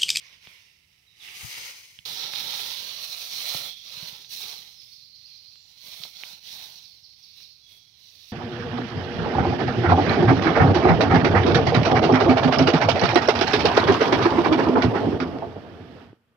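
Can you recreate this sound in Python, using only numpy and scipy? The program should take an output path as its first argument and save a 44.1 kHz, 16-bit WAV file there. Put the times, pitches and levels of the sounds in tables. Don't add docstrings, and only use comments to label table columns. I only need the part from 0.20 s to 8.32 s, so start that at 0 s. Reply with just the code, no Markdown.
import sys
import numpy as np
from scipy import signal
from scipy.fft import rfft, irfft
from scipy.io import wavfile

SR = 44100
rng = np.random.default_rng(int(sys.argv[2]) if len(sys.argv) > 2 else 0)


def log_audio(samples):
    frames = np.atleast_2d(samples).T
    limited = np.clip(frames, -1, 1)
    pcm = np.round(limited * 32767).astype(np.int16)
    wavfile.write(sys.argv[1], SR, pcm)


N = 358085
T = np.arange(N) / SR
FREQS = np.fft.rfftfreq(N, 1 / SR) + 1e-3
CUT_S = 1.853


def undb(db):
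    return 10 ** (np.asarray(db) / 20)


def sides(pan_db):
    return undb(np.array([[.5], [-.5]]) * pan_db)


def colour(points):
    hz, *columns = np.transpose(points)
    return np.array([undb(np.interp(np.log(FREQS), np.log(hz), column)) for column in columns])


def shaped(x, gain, band):
    spectrum = rfft(x) * gain
    inside = (FREQS > band[0]) & (FREQS < band[1])
    middle = irfft(spectrum.mean(0) * inside, N)
    return irfft(spectrum, N) / np.std(middle)


def walk(rate):
    knots = rng.standard_normal(8192)
    return 1.1 * np.interp(T * rate, np.arange(len(knots)), knots)


# start in seconds, attack in seconds,
# hold in seconds, release in seconds per 20 dB of rustle, rustle in dB, clods in dB over the rustle,
# fine dirt in dB over the rustle, left minus right in dB.
DRY_STROKES = [(0, 0.0067, 0.084, 0.5, -57, -14, -17, -16.5),
               (0.18, 0.082, 0.07, 0.3, -55.5, -14, -12.5, -18),
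               (0.92, 0.18, 0.057, 0.12, -50.5, -13.5, -9, -13.5),
               (1.05, 0.19, 0.077, 0.55, -49, -9.5, -1, -5.5),
               (1.22, 0.15, 0.098, 0.26, -47, -10.5, -7, -6)]
DAMP_STROKES = [(1.78, 0.08, 0.08, 0.39, -43.5, -9.5, -4, -11.5),
                (1.92, 0.07, 0.037, 0.46, -42.5, -6.5, -7.5, -13),
                (2.08, 0.1, 0.13, 0.32, -41, -9.5, -5.5, -14),
                (2.22, 0.14, 0.11, 0.51, -43, -8.5, -3, -11.5), (2.47, 0.1, 0.19, 1, -45, -12.5, -6, -15.5),
                (2.75, 0.11, 0.31, 0.3, -49.5, -8.5, 0.5, -5),
                (3.02, 0.26, 0.099, 0.2, -41.5, -9.5, -1.5, -11),
                (3.24, 0.1, 0.13, 0.095, -44.5, -7.5, -3, -16),
                (3.53, 0.31, 0.057, 0.25, -47, -9, -5.5, -12.5),
                (4.07, 0.06, 0.12, 0.37, -48, -16.5, 0.5, -11.5),
                (4.12, 0.14, 0.052, 0.31, -48, -7, -10, -16), (4.56, 0.089, 0.066, 0.36, -65, -23, -2, -24),
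                (4.89, 0.15, 0.28, 0.3, -66, -18, -8.5, -16), (5.42, 0.075, 0.071, 0.19, -67, -13, -4, -16),
                (5.53, 0.19, 0.12, 0.22, -51, -12.5, -2.5, -15),
                (5.88, 0.17, 0.065, 0.18, -51.5, -10, -5, -12.5),
                (6.19, 0.11, 0.023, 0.15, -50.5, -16, -3.5, -12.5),
                (6.28, 0.08, 0.078, 0.36, -50.5, -9.5, -3.5, -13.5),
                (6.95, 0.058, 0.08, 0.22, -65.5, -19, -6.5, -14),
                (7.11, 0.093, 0.01, 0.16, -58, -19, -6, -15),
                (7.43, 0.1, 0.036, 0.1, -62.5, -17, -2.5, -14),
                (7.73, 0.086, 0.16, 0.29, -64, -20, -5.5, -14),
                (7.89, 0.17, 0.05, 0.3, -59, -18.5, -6, -15)]
# frequency in Hz, left in dB, right in dB.
DRY_COLOUR = [(40.0, -11, -37), (110.0, -8.5, -16), (285, -15, -19.5), (550.0, -12, -21.5),
              (1030, -7.5, -16.5), (1600, -9.5, -9), (2180, -0.5, 4), (2820, -7.5, 2), (4730, 3, -5.5),
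              (5470, -2.5, -1.5), (6340, 2, -15), (7150, -12.5, -31), (9100, -12.5, -21),
              (15500.0, -14, -21)]
DAMP_COLOUR = [(40.0, -42, -39), (131, -23.5, -21.5), (252, -25.5, -34), (833, -16.5, -16.5),
               (1150, -19.5, -20.5), (1690, -17, -19), (2330, -21, -8.5), (3057, -17.5, -5.5),
               (4130, -12.5, 4), (4790, -20, -4.5), (5800, -10, -4), (7410, -26, -29), (11000, -24, -23),
               (11800, -25.5, -24), (13350, -26, -17)]
SPLITS = (1700, 7200)
GRIND_BAND, RUSTLE_BAND, HISS_BAND = (350, 1600), (2000, 3600), (8500, 15500)
WEIGHT_DB, WEIGHT_SLOPE, FIRM_GRIND_DB = -66.5, 0.58, -55
DRY_LIGHT_TOUCH, DAMP_LIGHT_TOUCH, MIDDLING_RUSTLE_DB = .08, .2, -52


def digging(strokes, tone, light_touch, grind_db, rustle_db, hiss_db, press_db):
    rustle, grind, hiss, pan = stroke_levels(strokes)
    press = WEIGHT_DB + WEIGHT_SLOPE * (grind - FIRM_GRIND_DB)
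    gain = colour(tone)
    below_rustle, below_hiss = (1 / (1 + (FREQS / hz) ** 16) for hz in SPLITS)
    deep = 1 / (1 + (FREQS / 260) ** 4)
    slip_db = 0.89 * walk(45) + .5 * walk(220)

    clods = shaped(fractures(4000, 2.0, 0.52), gain * np.sqrt(below_rustle * (1 - deep)), GRIND_BAND)
    clods = off_hand(clods, .4, .0018)
    clods = clods * undb(grind + grind_db + 0.77 * walk(60))

    weight = shaped(fractures(700, 3.0, 0.75), gain * np.sqrt(below_rustle * deep), (0, SPLITS[0]))
    weight = weight * undb(press + press_db + 2.7 * walk(25))

    small_db = light_touch * (MIDDLING_RUSTLE_DB - rustle)
    litter = crackle(gain * np.sqrt((1 - below_rustle) * below_hiss), pan, small_db)
    litter = litter * undb(rustle + rustle_db)

    dust = shaped(fractures(14000, 3.2, 0.046), gain * np.sqrt(1 - below_hiss), HISS_BAND)
    dust = dust * undb(hiss + hiss_db)
    return (clods + weight + litter + dust) * undb(slip_db)


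CLOD_POWER, DIRT_POWER = 1.45, 1.13
SETTLE_RUSTLE_DB, SETTLE_CLODS_DB, SETTLE_DIRT_DB, SETTLE_PAN_DB = -69, -87.5, -80, -21.5


def stroke_levels(strokes):
    settling = (SETTLE_RUSTLE_DB, SETTLE_CLODS_DB, SETTLE_DIRT_DB)
    rustle, clods, dirt = (np.full(N, undb(db) ** 2) for db in settling)
    side = rustle * SETTLE_PAN_DB
    for s, attack, hold, release, db, clods_db, dirt_db, pan_db in strokes:
        swell = np.sin(np.pi / 2 * np.clip((T - s) / attack, 0, 1)) ** 2
        force = swell * undb(-20 * np.maximum(T - s - attack - hold, 0) / release)
        power = (force * undb(db)) ** 2
        rustle = rustle + power
        side = side + power * pan_db
        clods = clods + (force ** CLOD_POWER * undb(db + clods_db)) ** 2
        dirt = dirt + (force ** DIRT_POWER * undb(db + dirt_db)) ** 2
    rustle_db, clods_db, dirt_db = 10 * np.log10([rustle, clods, dirt])
    return rustle_db, clods_db, dirt_db, side / rustle


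def crackle(gain, pan_db, small_db):
    spectrum = rfft(fractures(8000, 2.5, 0.34)) * gain
    inside = (FREQS > RUSTLE_BAND[0]) & (FREQS < RUSTLE_BAND[1])
    spectrum /= np.std(irfft(spectrum * inside, N), axis=1, keepdims=True)
    small = 1 / (1 + (4300 / FREQS) ** 8)
    large_flakes = irfft(spectrum * (1 - small), N) * undb(0.85 * walk(30))
    small_flakes = irfft(spectrum * small, N) * undb(small_db + 1.67 * walk(30))
    place = sides(pan_db)
    return off_hand(large_flakes + small_flakes, .2, .0008) * 2 * place / np.hypot(*place)


def off_hand(x, echo, delay_s):
    path = delay_s * np.exp(.25 * walk(2.5))
    back = np.array([np.interp(T - path, T, channel) for channel in x])
    return (x + echo * back) / np.hypot(1, echo)


# frequency in Hz, lead in radians.
PORT_PHASE = [(100, 0.5), (750, -0.86), (1400, -1.5), (2100, -5.5), (3800, -4.5), (16000, -19)]


def fractures(rate, spread_db, shared):
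    size = undb(spread_db * np.minimum(rng.exponential(size=(3, N)), 5))
    clicks = (rng.random((3, N)) < rate / SR) * size * rng.choice([-1, 1], (3, N))
    clicks /= clicks.std(axis=1, keepdims=True)
    own, common = clicks[:2], clicks[2]
    lead = np.interp(FREQS, *np.transpose(PORT_PHASE))
    left = irfft(rfft(common) * np.exp(1j * lead), N)
    shared = np.clip(shared, 0, 1)
    return np.sqrt(shared) * np.array([left, common]) + np.sqrt(1 - shared) * own


# start in seconds,
# level in dB, ring frequency in Hz, resonance width in Hz, left minus right in dB.
SNAPS = [(.272, -31, 3020, 2200, 1), (1.0865, -31, 2570, 1000, 4), (1.789, -34.5, 3040, 980, -20),
         (2.136, -24, 2380, 1980, -13), (2.1585, -20.5, 3930, 2400, -17), (2.2145, -32, 4130, 2400, -14),
         (3.256, -21, 4280, 2000, -12), (3.346, -28, 3920, 1600, -11), (4.0465, -36, 3880, 1830, -20),
         (5.357, -42, 3700, 2530, -15), (5.8364, -22.5, 3966, 1480, -22), (6.0358, -24, 2600, 1270, -13.5),
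         (7.2045, -39, 4430, 2380, -15)]
THUDS = [(.2715, -50, 687, 900, 13), (.272, -48.5, 159, 130, 7), (1.231, -47.5, 89.5, 80, 24),
         (1.244, -44, 117, 80.4, 26), (1.789, -52, 118, 120, -16), (2.04, -50, 140, 110, -3),
         (2.208, -50, 95, 80, -4), (3.347, -27.5, 706, 700, 2), (3.348, -36.5, 150, 100, 2.5),
         (3.772, -47, 148, 110, 0), (3.826, -41.5, 150.4, 110, 2), (3.925, -48, 139, 109, 3),
         (5.68, -55, 151.7, 100, 0), (5.8, -49, 150, 101, 2), (5.852, -38, 810, 1002, 9),
         (6.0355, -41, 1050, 895, 1), (6.13, -57, 171, 110, 6)]


def blows(table, crumble_db, crumble_s, muffle_hz):
    out, t = np.zeros((2, N)), T[:4096]
    for s, db, hz, width, pan in table:
        swell = np.pi * width * t
        ring = swell * np.exp(1 - swell) * np.sin(2 * np.pi * hz * t)
        grains = rng.standard_normal(len(t)) * np.exp(-t / crumble_s)
        crumbs = np.convolve(grains, ring)[:len(t)]
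        crumbs /= np.abs(crumbs).max()
        start = int(s * SR)
        out[:, start:start + len(t)] += sides(pan) * undb(db) * (ring + undb(crumble_db) * crumbs)
    return signal.sosfilt(signal.butter(6, muffle_hz, fs=SR, output="sos"), out)


def bird(direct_db, wood_db, wood_t60, pan_db):
    song = np.zeros(N)
    waver = 1 + .005 * walk(250)
    for s, length, *pitch, db in notes():
        u = np.linspace(0, 1, int(length * SR))
        hz = np.interp(u, [0, .5, 1], pitch) * waver[:len(u)]
        envelope = np.sqrt(np.abs(np.sin(np.pi * u)))
        tone = np.sin(2 * np.pi * np.cumsum(hz) / SR)
        start = int(s * SR)
        song[start:start + len(u)] += undb(db) * envelope * tone
    t = T[:SR]
    trunks = rng.standard_normal((2, SR)) * undb(-60 * t / wood_t60) * (1 - np.exp(-t / 0.0052))
    trunks /= np.linalg.norm(trunks, axis=1, keepdims=True)
    echoes = signal.fftconvolve(song[None], trunks, axes=1)[:, :N]
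    return sides(pan_db) * (undb(direct_db) * song + undb(wood_db) * echoes)


# start in seconds, length in seconds, start pitch in Hz,
# middle pitch in Hz, end pitch in Hz, relative level in dB.
WHISTLES = [(.868, 0.03, 4040, 3800, 3700, -60), (.998, 0.031, 3960, 3470, 3250, -49),
            (1.056, 0.045, 3100, 2650, 2150, -49.5), (3.42, .075, 4020, 3444, 3210, -43),
            (4.557, 0.0855, 5330, 5060, 4980, -52.5), (5.33, 0.16, 7570, 7100, 7160, -75),
            (7.41, .15, 3415, 3340, 3310, -58.5)]
# start in seconds, period in seconds,
# note length in seconds, start pitch in Hz, middle pitch in Hz, end pitch in Hz, relative level in dB.
TRILLS = [(4.708, .108, .042, 4100, 4250, 5280, -50.3), (6.637, .194, .036, 5950, 4550, 3894, -48.8)]
TRILL_NOTES = (6, 4)
NOTE_PITCH_SPREAD, NOTE_SPREAD_DB = 0.01375, 0.8


def notes():
    sung = list(WHISTLES)
    for (s, period, length, *pitch, db), count in zip(TRILLS, TRILL_NOTES):
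        for k, (higher, louder) in enumerate(rng.standard_normal((int(count), 2))):
            hz = np.array(pitch) * (1 + NOTE_PITCH_SPREAD * higher)
            sung.append((s + k * period, length, *hz, db + NOTE_SPREAD_DB * louder))
    return sung


# frequency in Hz, relative level in dB.
AIR = [(25, -6), (55, -0.5), (90, 4), (150, -1), (250, -13.5), (500, -18.5), (1500, -20), (4000, -44),
       (7500, -23.5), (15500, -20)]
AIR_DB = -69.5


def air():
    noise = rfft(rng.standard_normal((3, N)))
    alike = 1 / (1 + (FREQS / 500) ** 2)
    mixed = np.sqrt(alike) * noise[2] + np.sqrt(1 - alike) * noise[:2]
    x = irfft(mixed * colour(AIR), N)
    return x / x.std() * undb(AIR_DB + 0.25 * walk(3.7))


def scene():
    first = digging(DRY_STROKES, DRY_COLOUR, DRY_LIGHT_TOUCH,
                    grind_db=0.5, rustle_db=0.5, hiss_db=0.0, press_db=-1.5)
    second = digging(DAMP_STROKES, DAMP_COLOUR, DAMP_LIGHT_TOUCH,
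                     grind_db=-0.5, rustle_db=-0.5, hiss_db=-0.5, press_db=2.5)
    snaps = blows(SNAPS, crumble_db=-13, crumble_s=0.0044, muffle_hz=6200)
    thuds = blows(THUDS, crumble_db=-15, crumble_s=0.018, muffle_hz=2490)
    song = bird(direct_db=-0.5, wood_db=4.5, wood_t60=0.95, pan_db=-12.5)
    return np.where(T < CUT_S, first, second) + snaps + thuds + song + air()


def record(dry):
    thin = signal.sosfilt(signal.butter(2, 50, "high", fs=SR, output="sos"), dry)
    return signal.sosfilt(signal.ellip(12, .2, 80, 15750, fs=SR, output="sos"), thin)


dry = scene()
out = record(dry)
log_audio(out)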